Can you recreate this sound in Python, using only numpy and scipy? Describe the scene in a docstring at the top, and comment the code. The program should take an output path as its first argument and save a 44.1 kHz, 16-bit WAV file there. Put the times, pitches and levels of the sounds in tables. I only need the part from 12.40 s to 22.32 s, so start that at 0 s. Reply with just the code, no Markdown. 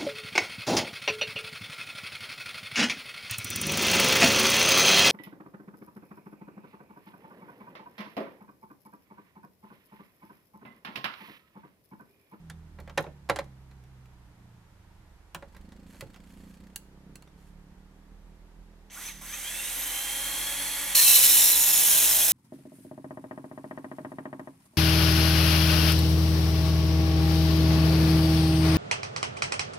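"""Over faint traffic, an engine outside slows down, its exhaust pulses blurred into a hum. A board is
turned over and laid on a wooden cabinet, each impact exciting its modes. Near 3 s the engine pulls away,
while the board and then a hand-held circular saw are slid into place. At 6.5 s the saw is blipped, then
spins up with fan noise and a gear whine tied to its rotation. At 8.5 s its teeth bite, tearing fibres
and ringing the blade, which slows under the load. Hard walls close by add a short echo."""
import sys
import numpy as np
from scipy import signal
from scipy.fft import rfft, irfft
from scipy.io import wavfile

SR = 44100
rng = np.random.default_rng(int(sys.argv[2]) if len(sys.argv) > 2 else 0)


def store_wav(level_fs):
    """Save 16-bit WAV to argv[1]."""
    pcm = np.round(np.clip(np.atleast_2d(level_fs), -1, 1) * 32767)
    wavfile.write(sys.argv[1], SR, pcm.T.astype(np.int16))


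N = 437472
T = np.arange(N) / SR
SIDES = np.array([[1], [-1]])  # left, right


def undb(db):
    """Decibels to amplitude ratio."""
    return 10 ** (np.asarray(db) / 20)


def unit(x):
    """Normalisation to rms 1."""
    return x / np.sqrt(np.mean(x ** 2) + 1e-20)


def noise():
    """White Gaussian noise."""
    return rng.standard_normal(N)


def walk(rate):
    """Random modulation of rms 1, with rate new values a second."""
    steps = rng.standard_normal(int(N / SR * rate) + 2)
    return unit(np.interp(T * rate, np.arange(len(steps)), steps))


def sine(cycles):
    """Simple harmonic motion, its phase in cycles."""
    return np.sin(2 * np.pi * cycles)


def curve(points):
    """Linear interpolation of (seconds, value) points at every sample."""
    return np.interp(T, *np.transpose(points))


def onset(start, rise):
    """A linear ramp from 0 to 1, its times in seconds."""
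    return np.clip((T - start) / rise, 0, 1)


def along(points, hz):
    """Interpolation of (Hz, value) points on a log-frequency axis."""
    f, value = np.transpose(points)
    return np.interp(np.log(hz + 1), np.log(f), value)


def bins(size):
    """Frequencies of a real Fourier transform."""
    return np.arange(size // 2 + 1) * SR / size


def colour(x, points):
    """Spectral shaping to rms 1, with a steep roll-off beyond the end points."""
    hz = bins(len(x)) + 1
    ends = 1 / np.sqrt((1 + (.8 * points[0][0] / hz) ** 8) * (1 + (.85 * hz / points[-1][0]) ** 12))
    return unit(irfft(rfft(x) * undb(along(points, hz)) * ends, len(x)))


def split(x, hz):
    """A crossover: the parts of x below and above hz."""
    low = signal.sosfiltfilt(signal.butter(4, hz, fs=SR, output="sos"), x)
    return low, x - low


def resonate(x, hz, width):
    """A second-order resonance with gain 1 at its centre."""
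    return signal.lfilter(*signal.iirpeak(min(hz, SR / 2 - 100), hz / width, fs=SR), x)


def room(x, wet_db, t60):
    """Reverberation: direct sound plus dense reflections, different at each ear."""
    t = T[:SR // 2]
    decay = undb(-60 * t / t60) + undb(-16.5 - 60 * t / .34)
    tails = rng.standard_normal((2, len(t))) * decay * (t > .002)
    tails /= np.sqrt(np.sum(tails ** 2, axis=1, keepdims=True))
    return x + undb(wet_db) * signal.fftconvolve(x[None], tails, axes=1)[:, :N]


# Spectrum of the background. Each row: frequency in Hz, relative level in dB.
AIR_SPECTRUM = [(180, -23), (300, -1), (502, -9), (842, -5.5), (930, -4), (1030, -7.5), (1750, -12),
                (2610, -18), (7950, -26), (14000, -28.5), (16000, -52)]


def air():
    """Far traffic and hiss form a diffuse field, less coherent between the ears in the treble."""
    mid, side = (colour(noise() * undb(.23 * walk(1.55)), AIR_SPECTRUM) for _ in range(2))
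    gain = undb(-68) / np.std(split(mid, 690)[1])
    low, high = split(side, 1600)
    return gain * (mid + SIDES * (.53 * low + 1.12 * high)) * undb(SIDES * -.7)


# Exhaust spectra, throttle shut and open. Each row: frequency in Hz, relative level in dB.
EXHAUST_SPECTRUM = [(25, -7.5), (48, -0.5), (70, 0), (100, -10), (135, -1.5), (175, 0.5), (205, 0),
                    (240, -7), (290, -8), (350, -13), (430, -9.5), (520, -21)]
OPEN_EXHAUST_SPECTRUM = [(100, -13), (150, -8), (200, 4.5), (240, 2.5), (285, -8), (350, -13), (450, -16)]


def exhaust(firings, coasting, pulling):
    """A pulse train gives a harmonic series, here in three rising bands: throb, drone and bark."""
    count = np.floor(np.maximum(firings + .005 * walk(40), 0))
    pulses = unit(np.diff(count, prepend=0) * undb(1.2 * walk(25)))
    pulses = unit(room(pulses, wet_db=2, t60=.07)[0])  # the street smears them into a hum
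    low, bark = split(colour(pulses + undb(-9) * noise(), EXHAUST_SPECTRUM), 105)
    throb, drone = split(low, 57)
    open_bark = colour(pulses + undb(-10) * noise(), OPEN_EXHAUST_SPECTRUM)
    bark = unit(bark) * (1 - pulling) + open_bark * pulling
    # each band wavers independently on its way indoors
    lower, rest = split(bark, 185)
    middle, upper = split(rest, 260)
    bark = sum(band * undb(1.7 * walk(9) - .4) for band in (lower, middle))
    return throb, drone, bark + upper * (1 - .4 * coasting) * undb(walk(9))


# Engine speed. Each row: time in seconds, firing rate in Hz.
FIRING_RATE = [(0.0, 40.9), (0.3, 39.7), (1.1, 33.1), (1.6, 31.8), (2.24, 28.0), (2.98, 21.4), (3.17, 23.4),
               (3.4, 29.2), (3.5, 29.6), (4.05, 29.7), (4.22, 30.8), (4.36, 32), (4.96, 34.7), (6.24, 41.9),
               (6.66, 37.7), (8.45, 47.2), (8.76, 47.0), (9.06, 42.2), (9.92, 45.8)]


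def engine():
    """The firing rate sets the fundamental and the throttle the level: coasting, pulling, easing off."""
    hz = curve(FIRING_RATE)
    firings = np.cumsum(hz * (1 + .004 * walk(20))) / SR
    pull_s, ease_s = 2.88, 4.24
    opened, eased = onset(pull_s, .45), onset(ease_s, .14)
    coasting, pulling = 1 - opened, opened - eased
    octaves = coasting * np.log2(hz / hz[0])  # negative as the revs sink
    throb, drone, bark = exhaust(firings, coasting, pulling)
    throb_db = -58.5 * coasting - 54.5 * pulling - 55 * eased + .9 * walk(6.2)
    drone_db = -54.5 * coasting - 56.5 * pulling - 68.5 * eased + .9 * walk(6.2) + 8.4 * octaves
    bark_db = -56 * coasting - 51.5 * pulling - 55 * eased + .9 * walk(6.2) + 10 * octaves
    bark_db -= 1.67 * np.maximum(T - ease_s, 0)  # it draws away
    boom = sine(4 * firings + (.03 - .2 * octaves) * walk(30))  # the exhaust's fourth harmonic
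    boom *= coasting * undb(-48.5 + 16.5 * octaves + 2.6 * walk(8.74))
    bass = unit(throb) * undb(throb_db - 2.6 * SIDES) + unit(drone) * undb(drone_db - 1.8 * SIDES)
    return bass + (boom + bark * undb(bark_db) + rattle(firings) * pulling) * undb(SIDES * -1.1)


def impacts(events, spectrum, modes, t60, damping_slope, rise_s, ring_db, gain_db):
    """An impulse excites damped modes over a noisy crack whose treble dies first; t60 holds at 1 kHz."""
    out, t = np.zeros(N + SR), T[:SR // 3]
    hz = bins(len(t))
    for start, db, tilt, pitch in events:
        crack = ring = 0
        for centre in 125 * 2. ** np.arange(8):
            band = np.cos(np.clip(np.log2((hz + 1) / centre), -1, 1) * np.pi / 2)
            gain = band * undb(along(spectrum, hz / pitch) + tilt * np.log2(centre / 1000))
            life = t60 * (centre / 1000) ** -damping_slope
            phases = np.exp(2j * np.pi * rng.random(len(hz)))
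            crack += irfft(gain * phases, len(t)) * undb(-60 * t / life)
        for f, mode_db, life in modes:
            envelope = undb(mode_db + tilt * np.log2(f / 1000) - 60 * t / life)
            ring += envelope * sine(f * pitch * t) * rng.choice([-1, 1])
        hit = (unit(crack) + undb(ring_db) * unit(ring)) * np.minimum(t / rise_s, 1)
        i = int(start * SR)
        out[i:i + len(t)] += hit * undb(db + gain_db) / np.std(hit[:SR // 200])
    return out[:N]


# Blows on the board. Each row: start in seconds, relative level in dB, tilt in dB/octave, pitch ratio.
BOARD_KNOCKS = [(0.0988, -32.5, 6.5, 0.89), (0.387, -38, -2.5, 1), (0.401, -44, 7, 1.06),
                (0.476, -35.5, 0, 1.1), (0.496, -36, 0.5, 1.54), (0.575, -16, 0, 1.54),
                (0.578, -13.5, 2, 0.96), (0.607, -42, 14, 1), (0.625, -46, 12, 1), (0.641, -31, -0.5, 0.94),
                (0.665, -30.5, -4, 1.1), (0.89, -26.5, 2.5, 1.1), (0.897, -9.5, 2, 0.98),
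                (0.96, -23.5, 5, 0.77), (0.988, -18.5, 2, 1.01), (1.0424, -51, 7, 0.89), (1.312, -51, 4, 1),
                (1.438, -55.5, 7, 1), (1.656, -52, 4, 1.4), (2.55, -66, 11, 0.9), (2.947, -25.5, 0, 1.74),
                (3.024, -35.5, -0.5, 1), (3.1475, -44, 3, 1), (3.1659, -42.5, 6.5, 0.97),
                (3.192, -54, 0, 1.1), (3.208, -57, 1, 0.92), (3.3204, -45, 4.5, 0.93), (3.545, -45, 2, 1),
                (3.6081, -29.5, 7, 1.08), (3.624, -31, -7, 0.92), (3.743, -43, 3.5, 1.6),
                (3.7599, -43.5, 4.5, 1.3)]
# Spectrum of a knock. Each row: frequency in Hz, relative level in dB.
KNOCK_SPECTRUM = [(59, -35), (100, -6), (147, -11), (277, -13.5), (558, 0), (662, -9), (801, -3.5),
                  (1100, -7), (1350, -10), (1900, -8), (2250, -11), (2990, -21), (4110, -17.5), (4570, -25),
                  (12700, -34), (16000, -51)]
# Modes of the board. Each row: frequency in Hz, relative level in dB, 60 dB decay time in seconds.
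WOOD_MODES = [(143, -16, 0.21), (315, -8, 0.37), (490, -11, 0.27), (580, 0.5, 0.12), (784, -15, 0.13),
              (957, -3, 0.069), (1230, -25, 0.12), (1346, -3.5, 0.06), (1635, -4, 0.05), (1964, -11, 0.055),
              (2370, -21, 0.12), (2750, -18, 0.095), (3467, -34, 0.16), (4080, -12, 0.12)]


def board_knocks():
    """Free vibration of struck wood, its pitch depending on the spot struck."""
    return impacts(BOARD_KNOCKS, KNOCK_SPECTRUM, WOOD_MODES,
                   t60=.091, damping_slope=.56, rise_s=.00048, ring_db=-14, gain_db=-10)


# Resonances of thin metal. Each row: frequency in Hz, bandwidth in Hz, relative gain in dB.
THIN_METAL = [(1780, 1600, 11), (2780, 360, -9), (3220, 160, -5), (4300, 200, 7.5), (6370, 300, -2),
              (7260, 900, 0), (11600, 970, -11)]


def thin_metal(force):
    """Modal superposition: thin metal answers a force with the sum of its resonances."""
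    return unit(sum(undb(db) * resonate(force, hz, width) for hz, width, db in THIN_METAL))


def rattle(firings):
    """Forced vibration: each firing shakes a burst of ticks out of loose metal."""
    phase = firings % 1
    burst = np.minimum(phase / .15, 1) * np.exp(-phase / .27)
    return thin_metal(noise() * burst * undb(walk(30) + 2.2 * walk(600))) * undb(-68.5)


# Metal clicks. Each row: start in seconds, relative level in dB, tilt in dB/octave, pitch ratio.
SHOE_CLICKS = [(2.9462, -23.5, 3, 0.9), (4.359, -15, 1, 1.01), (4.7551, -29, -1.5, 0.97),
               (4.8224, -37.5, -5.5, 1), (4.8743, -41, -9.5, 1.3)]
# Spectrum of a click. Each row: frequency in Hz, relative level in dB.
CLICK_SPECTRUM = [(350, -35), (600, -21), (2400, -11), (2800, -12), (3730, -8), (4520, -8), (5630, -15),
                  (7620, 1), (8740, -4), (16000, -6.5)]
# Modes of the shoe. Each row: frequency in Hz, relative level in dB, 60 dB decay time in seconds.
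METAL_MODES = [(1590, -6, 0.1), (2557, -28, 0.099), (2800, 4, 0.061), (4430, 3, 0.062), (5394, -23, 0.062),
               (6150, 9, 0.025), (6500, -31.5, 0.096), (7300, -44, 0.087), (9281, -41.5, 0.12),
               (10300, -22, 0.049), (10370, 6, 0.044), (14000, -11, 0.046)]


def shoe_clicks():
    """Free vibration of the saw's metal shoe and guard: high, quickly damped modes."""
    return impacts(SHOE_CLICKS, CLICK_SPECTRUM, METAL_MODES,
                   t60=.03, damping_slope=.36, rise_s=.0021, ring_db=-11.5, gain_db=-17)


# Sliding strokes. Each row: start in seconds, end in seconds, relative level in dB.
STROKES = [(3.45, 3.6, -69.5), (3.8, 4.154, -73), (4.94, 5.078, -75.5)]
# Spectrum of rubbing. Each row: frequency in Hz, relative level in dB.
RUB_SPECTRUM = [(880, -34.5), (1500, -22), (1670, -4), (2970, -3), (4420, -5), (11800, -1), (16000, -19)]


def slides():
    """Friction makes gritty noise as the board, then the shoe, slides into place."""
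    strokes = sum(undb(db) * (onset(start, .065) - onset(end, .065)) for start, end, db in STROKES)
    grit = noise() * undb(3 * walk(500) + 1.5 * walk(40))
    return (undb(1.5) * colour(grit, RUB_SPECTRUM) + undb(-4) * thin_metal(grit)) * strokes


# The trigger, blipped and then held. Each row: press in seconds, release in seconds.
PRESSES = [(6.498, 6.688), (6.81, 10)]
# The blade under load. Each row: time in seconds, speed in turns per second.
CUTTING_SPEED = [(8.56, 71.6), (8.608, 70.7), (8.71, 66.7), (8.874, 64.9), (9.176, 57.9), (9.378, 56.9),
                 (9.518, 53.4), (9.92, 52.9)]
FREE_SPEED = 72.3  # turns per second
SWITCH_ON_S, BITE_S = PRESSES[0][0], 8.546


def blade_speed():
    """Rotational inertia: the blade nears its free speed gradually; brake or wood drags it down."""
    spin_up_s, brake_s, stall_torque = .472, .12, 1.7
    speed = np.zeros(N)
    for on, off in PRESSES:
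        deficit = 1 - np.interp(on, T, speed) / FREE_SPEED
        fade = np.exp(-np.clip(T - on, 0, off - on) / spin_up_s)
        driven = FREE_SPEED * (1 - deficit * fade / (1 + stall_torque * deficit * (1 - fade)))
        speed = np.where(T < on, speed, driven * np.exp(-np.maximum(T - off, 0) / brake_s))
    return np.where(T < BITE_S, speed, curve(CUTTING_SPEED))


# Spectrum of the fan. Each row: frequency in Hz, relative level in dB.
FAN_SPECTRUM = [(88, -64), (150, -68), (275, -7), (391, -18), (555, -7.5), (637, -16.5), (837, -8),
                (1260, -10.5), (2020, -2), (2920, -7), (3220, -4), (4760, -13), (6020, -8), (12900, -9.5),
                (16000, -24.5)]


def fan(revs, current):
    """Turbulence gives broadband noise, its treble weaker near standstill or with the current off."""
    low, high = split(colour(noise(), FAN_SPECTRUM), 7250)
    treble_gain = undb(-1 - 4 * (1 - current)) * np.minimum(revs / .21, 1)
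    return unit(low) * undb(-3.5) + unit(high) * treble_gain


def whistle(cycles, order, width_hz):
    """Narrow-band noise: random quadrature modulation of a carrier of phase order * cycles."""
    angle = 2 * np.pi * order * cycles
    return walk(width_hz) * np.cos(angle) + walk(width_hz) * np.sin(angle)


# Air whistles. Each row: order (multiple of blade speed), width in free speeds, relative level in dB.
AIR_WHISTLES = [(29.1, 7, -21), (146, 16, -9), (180, 10, -18)]


def whistling_air(turns):
    """Aerodynamic noise in bands whose pitch is proportional to the blade speed."""
    return sum(undb(db) * whistle(turns, order, width * FREE_SPEED) for order, width, db in AIR_WHISTLES)


# Motor tones that drive the free blade. Each row: order, relative level in dB.
DRIVING_TONES = [(197, -10), (156.7, -2), (117.5, -14), (94, -15)]


def blade_ring(speed):
    """Resonance: the accelerating blade rings softly, and surges as a tone sweeps through its mode."""
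    mode_hz, width_hz, catch_hz = 6150, 260, 190
    surge = sum(undb(db) / (1 + ((order * speed - mode_hz) / catch_hz) ** 2)
                for order, db in DRIVING_TONES)
    soft = undb(-11) * np.clip(2 * (1 - speed / FREE_SPEED), 0, 1)
    mode = unit(resonate(resonate(noise(), mode_hz, width_hz), mode_hz, width_hz))
    return (soft + surge) * mode * (1 - onset(7.7, .2))


# Whine tones. Each entry: order; 47 is the gear mesh, 60 the teeth, fractions come from the armature.
TONE_ORDERS = [4, 8, 47 * 2 / 9, 12, 16, 24, 46, 47, 49, 50, 60, 47 * 12 / 9, 64, 47 * 30 / 9]
# Their strengths. Each entry: relative level in dB.
TONE_DB = [-24, -23, -25, -19, -25, -22, -12, -11, -23, -21, -14, -25, -24, -14]


def gear_whine(turns, revs):
    """Periodic meshing gives tones locked to the rotation; backlash modulates their phase."""
    flutter = turns + .0004 * walk(45) + .0006 * walk(350)
    whine = sum(undb(db + 1.2 * walk(18)) * np.sqrt(2) * sine(order * flutter + rng.random())
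                for order, db in zip(TONE_ORDERS, TONE_DB))
    meshed = revs ** 2 * (.45 + .55 * onset(7.38, .2))  # firms up as the speed settles
    slack_db = -6 * np.maximum(T - 8.1, 0)  # eases once the gears run slack
    return whine * meshed * undb(slack_db + 1.5 * walk(200))


# Armature tones. Each row: order, phase jitter in cycles, relative level in dB.
SLOT_TONES = [(31.3, .2, -10), (47, .14, -3.5), (62.7, .16, -2.5), (78.3, .26, -14), (94, .22, -10)]


def armature_growl(turns, revs):
    """Under acceleration, rough slot tones flare up as they cross the blade's resonances."""
    growl = sum(undb(db) * unit(sine(order * turns + jitter * walk(260)) * undb(2.2 * walk(70)))
                for order, jitter, db in SLOT_TONES)
    flare = undb(6) * resonate(growl, 2660, 170) * onset(7.05, .1) + undb(2) * resonate(growl, 3380, 280)
    strain = np.clip(np.minimum((revs - .1) / .22, (.95 - revs) / .25), 0, 1)
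    return (growl + flare) * strain * undb(-10 + 3.6 * walk(50))


def brake_squeal(turns):
    """The gears squeal as the brake catches, with exponential decay."""
    brake = sum(onset(off - .01, .01) * np.exp(-np.maximum(T - off, 0) / .039) for _, off in PRESSES)
    return undb(-1) * brake * (whistle(turns, 60, 200) + .6 * whistle(turns, 100, 900))


# Resonances of the blade guard. Each row: frequency in Hz, bandwidth in Hz, gain in dB.
GUARD_RESONANCES = [(8100, 500, 1), (8950, 500, 2), (10300, 600, 0), (12750, 600, 5)]


def high_motor_whistle(turns, revs):
    """High motor whistles rise with speed, swelling as they sweep through resonances."""
    bands = (.85 * whistle(turns, 196, 520) + .7 * whistle(turns, 187, 800)) * undb(2 * walk(25))
    bands *= onset(6.9, .06) - .75 * onset(7.42, .25)
    bands += .8 * whistle(turns, 148, 600) * (onset(7.1, .08) - onset(7.38, .1))
    guard = sum(undb(db) * resonate(bands, hz, width) for hz, width, db in GUARD_RESONANCES)
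    return undb(-13) * (bands + guard) + undb(-12) * whistle(turns, 156.7, 70) * revs ** 4


def motor(speed, turns):
    """Rotating machinery: air noise and tones superpose, louder with speed and with the current on."""
    revs = np.minimum(speed / FREE_SPEED, 1)
    current = sum(onset(on, .002) - onset(off, .04) for on, off in PRESSES)
    db = -34.5 - 17 * (1 - revs) - 3.5 * (1 - current)
    rush = fan(revs, current) + revs * whistling_air(turns) + high_motor_whistle(turns, revs)
    tones = gear_whine(turns, revs) + current * armature_growl(turns, revs) + brake_squeal(turns)
    housing = .5 * resonate(tones, 3190, 180)
    return (rush + tones + housing + blade_ring(speed)) * undb(db) * onset(SWITCH_ON_S, .002)


TEETH = 60


def tooth_strikes(turns):
    """An impulse train of uneven bites, dispersed as bending waves carry treble faster than bass."""
    passed = turns * TEETH
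    strike = np.arange(1, int(passed[-1]))
    tooth_db = 2.4 * unit(rng.standard_normal(TEETH))  # repeats every turn
    grain_db = 2.2 * rng.standard_normal(len(strike))
    size = undb(tooth_db[strike % TEETH] + grain_db)
    size -= size.mean()
    place = np.interp(strike, passed, np.arange(N))
    i, part = place.astype(int), place % 1
    pulses = (np.bincount(i, size * (1 - part), N + 1) + np.bincount(i + 1, size * part, N + 1))[:N]
    pulses /= np.std(pulses[T > BITE_S])
    delay_s = .006  # at 1 kHz
    return irfft(rfft(pulses) * np.exp(-4j * np.pi * delay_s * np.sqrt(1000 * bins(N))), N)


def tooth_note(turns):
    """The tooth-passing tone and its harmonics: grain shakes their phase, grab and slip their level."""
    def grab():
        return unit(undb(2.2 * walk(25) + 2.6 * walk(170)) * (1 + .5 * sine(turns)))
    phase = TEETH * turns + .095 * walk(220) + .04 * walk(1100)
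    # the note leads at the first bite, its overtones deeper in the wood
    note = grab() * sine(phase) * (1.2 - .52 * onset(8.68, .22))
    overtones = grab() * (undb(-11) * sine(2 * phase) + undb(-18) * sine(3 * phase))
    return note, overtones * (.5 + .6 * onset(8.85, .1) - .5 * onset(9.35, .15))


# Splinters snapping off. Each row: time in seconds, level in dB relative to the crackle.
SPLINTERS = [(8.553, -7), (8.76, 10), (8.777, 6), (8.839, 14), (9.13, 5), (9.304, 10)]


def tearing_fibres(turns):
    """Fracture noise, amplitude-modulated once per turn and once per tooth."""
    crackle = unit(noise() * undb(2.6 * walk(3000)))
    crackle *= (1 + .12 * sine(turns)) * (1 + .51 * np.cos(2 * np.pi * TEETH * turns))
    return crackle + sum(undb(db) * noise() * np.exp(-np.abs(T - s) / .00041) for s, db in SPLINTERS)


# Modes of the blade in the cut. Each row: frequency in Hz, bandwidth in Hz, relative gain in dB.
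BLADE_MODES = [(2690, 24, 1), (3004, 39, 4), (3230, 39, -12), (3440, 81, -7), (4190, 110, -1),
               (5260, 32, 10.5), (5510, 70, 3.5), (5700, 80, 4.5), (6320, 110, 2.5), (6820, 150, 6),
               (7340, 180, 3.5), (8600, 76, 2), (10270, 100, -2), (11480, 210, 9), (12100, 160, 0),
               (12900, 260, 8)]
# Spectrum of tearing. Each row: frequency in Hz, relative level in dB.
TEAR_SPECTRUM = [(1180, -59), (2000, -27), (2240, -14.5), (2670, -14), (3340, -22), (3940, -6.5),
                 (4300, -12), (4600, -14), (4950, -9.5), (5450, -3), (8120, 1), (10000, 6.5), (12700, 5),
                 (15500, 3), (16000, -20)]


def cutting_noise(force):
    """The cutting force hisses and excites the blade's modes, which swell and fade as the kerf pinches."""
    blade = sum(undb(db + 2.5 * walk(9)) * resonate(force, hz, width) for hz, width, db in BLADE_MODES)
    return unit(colour(force, TEAR_SPECTRUM) + undb(-10.5) * unit(blade))


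# Frequency response of the board. Each row: frequency in Hz, relative gain in dB.
BOARD_RESPONSE = [(71, -21), (155, -11), (230, -17), (320, -9), (397, -17.5), (463, -11.5), (680, -12.5),
                  (882, -9), (1400, -11), (1980, -5.5), (2250, -13), (2660, -6.5), (3910, -4.5),
                  (4700, -13), (6110, -33), (10300, -120)]
# Hum of the loaded blade. Each entry: order.
HUM_ORDERS = [8, 10, 12, 14, 16, 17, 30]
# Their strengths. Each entry: relative level in dB.
HUM_DB = [-24, -29, -24.5, -22.5, -26, -28, -24]


def board_buzz(speed, turns, strikes, fibres):
    """Forced vibration: the board buzzes and hums, driven more firmly as the blade sinks in."""
    depth = .64 + .53 * onset(8.7, 1)
    buzz = colour(depth * strikes + undb(-10) * fibres, BOARD_RESPONSE)
    buzz /= np.std(buzz[T > BITE_S])
    hum = 0
    for order, db in zip(HUM_ORDERS, HUM_DB):
        gain = undb(db + along(BOARD_RESPONSE, order * speed) + 3.5 * walk(9))
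        hum += gain * sine(order * turns + .07 * walk(110) + rng.random())
    return undb(-17) * buzz + undb(4) * depth * hum


# Squeals. Each row: start in seconds, end in seconds, frequency in Hz, relative level in dB.
PINCHES = [(8.55, 8.8, 10310, -13.5), (8.55, 8.74, 2680, -17), (8.56, 8.6, 1800, -20),
           (8.96, 9.09, 5690, -16), (9.08, 9.14, 4010, -16), (9.38, 9.57, 10170, -13)]


def blade_squeals():
    """Friction in the pinching kerf briefly excites single modes of the blade."""
    return sum(undb(db) * (onset(start, .03) - onset(end, .03)) * whistle(T, hz, 60)
               for start, end, hz, db in PINCHES)


# How hard the saw is fed. Each row: time in seconds, relative level of the cut in dB.
FEED_LEVEL = [(8.57, -18.5), (8.654, -20.5), (8.698, -17), (8.83, -19), (9.04, -19), (9.11, -22),
              (9.35, -22.5), (9.55, -20.5), (9.658, -21), (9.728, -23), (9.9, -22)]


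def cut(speed, turns):
    """Impact and fracture excite blade and board together, at a level set by the feed."""
    strikes, fibres = tooth_strikes(turns), tearing_fibres(turns)
    note, overtones = tooth_note(turns)
    rasp, tear = split(cutting_noise(fibres + undb(-2) * strikes + overtones), 4700)
    sinking_db = -4.5 * np.maximum(T - BITE_S, 0)  # rasp and note fade as the blade sinks in
    bite = (undb(-13) * unit(rasp) + undb(-12.8) * note) * undb(sinking_db)
    sound = undb(.5) * tear + bite + board_buzz(speed, turns, strikes, fibres) + blade_squeals()
    t = T - 8.767  # the blade grabs and lets go as it enters
    chatter_db = 1.5 * np.cos(2 * np.pi * 12 * t) * np.exp(-(t / .1) ** 2)
    return sound * undb(curve(FEED_LEVEL) + chatter_db + .16 * walk(35)) * onset(BITE_S, .008)


# Left-right level offsets. Each row: frequency in Hz, left minus right in dB.
SIDE_LEVEL = [(60, -2), (110, -2), (200, -4), (380, -1.5), (700, -2), (1290, -1.5), (2380, -0.5),
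              (4400, -2.5), (8120, -3.5), (15000, 2)]
# Left-right phase offsets that widen the saw's sound; irregular above 8 kHz, not a position cue.
# Each row: frequency in Hz, lead of the left in radians.
SIDE_PHASE = [(0, 0), (3620, 0), (4220, 1.04), (5170, 1.1), (5940, 0.0026), (7240, 1.23), (8530, 0.84),
              (9470, 1.58), (10900, 1.1), (11200, 1.8), (11800, 1.65), (12200, 0.76), (14300, 1.7),
              (16600, 0.068)]


def saw():
    """Motor and cut, widened by reflections and by left-right offsets of level and phase."""
    speed = blade_speed()
    turns = np.cumsum(speed) / SR
    direct = motor(speed, turns) + cut(speed, turns) * undb(.96)
    # the spinning plate scatters its treble differently towards each side
    treble = split(direct, 3100)[1]
    scatter = np.array([np.roll(treble, int(lag * SR)) * np.cos(np.pi * walk(50))
                        for lag in (.0031, .0047)])
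    scatter *= undb(-2) * onset(SWITCH_ON_S, .002)
    left, right = rfft(room(direct, wet_db=-10, t60=.09) + scatter)
    hz = bins(N)
    side = (left - right) / 2 * hz / np.hypot(hz, 900)  # long waves reach both sides alike
    spectra = (left + right) / 2 + SIDES * side
    offsets = undb(SIDES * along(SIDE_LEVEL, hz) / 2) * np.exp(1j * SIDES * along(SIDE_PHASE, hz) / 2)
    return irfft(spectra * offsets, N) * onset(SWITCH_ON_S, .001)


def scene():
    """Superposition of the handling with its echo, the saw, the engine and the background."""
    handling = room(board_knocks() + shoe_clicks() + slides(), wet_db=-7.5, t60=.06)
    return handling * undb(SIDES * -1.1) + saw() + engine() + air()


def record(dry):
    """Soft saturation rounds the highest peaks; a low-pass filter cuts the top of the treble."""
    return signal.sosfilt(signal.ellip(10, .2, 75, 15900, fs=SR, output="sos"), np.tanh(dry))


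dry = scene()
out = record(dry)
store_wav(out)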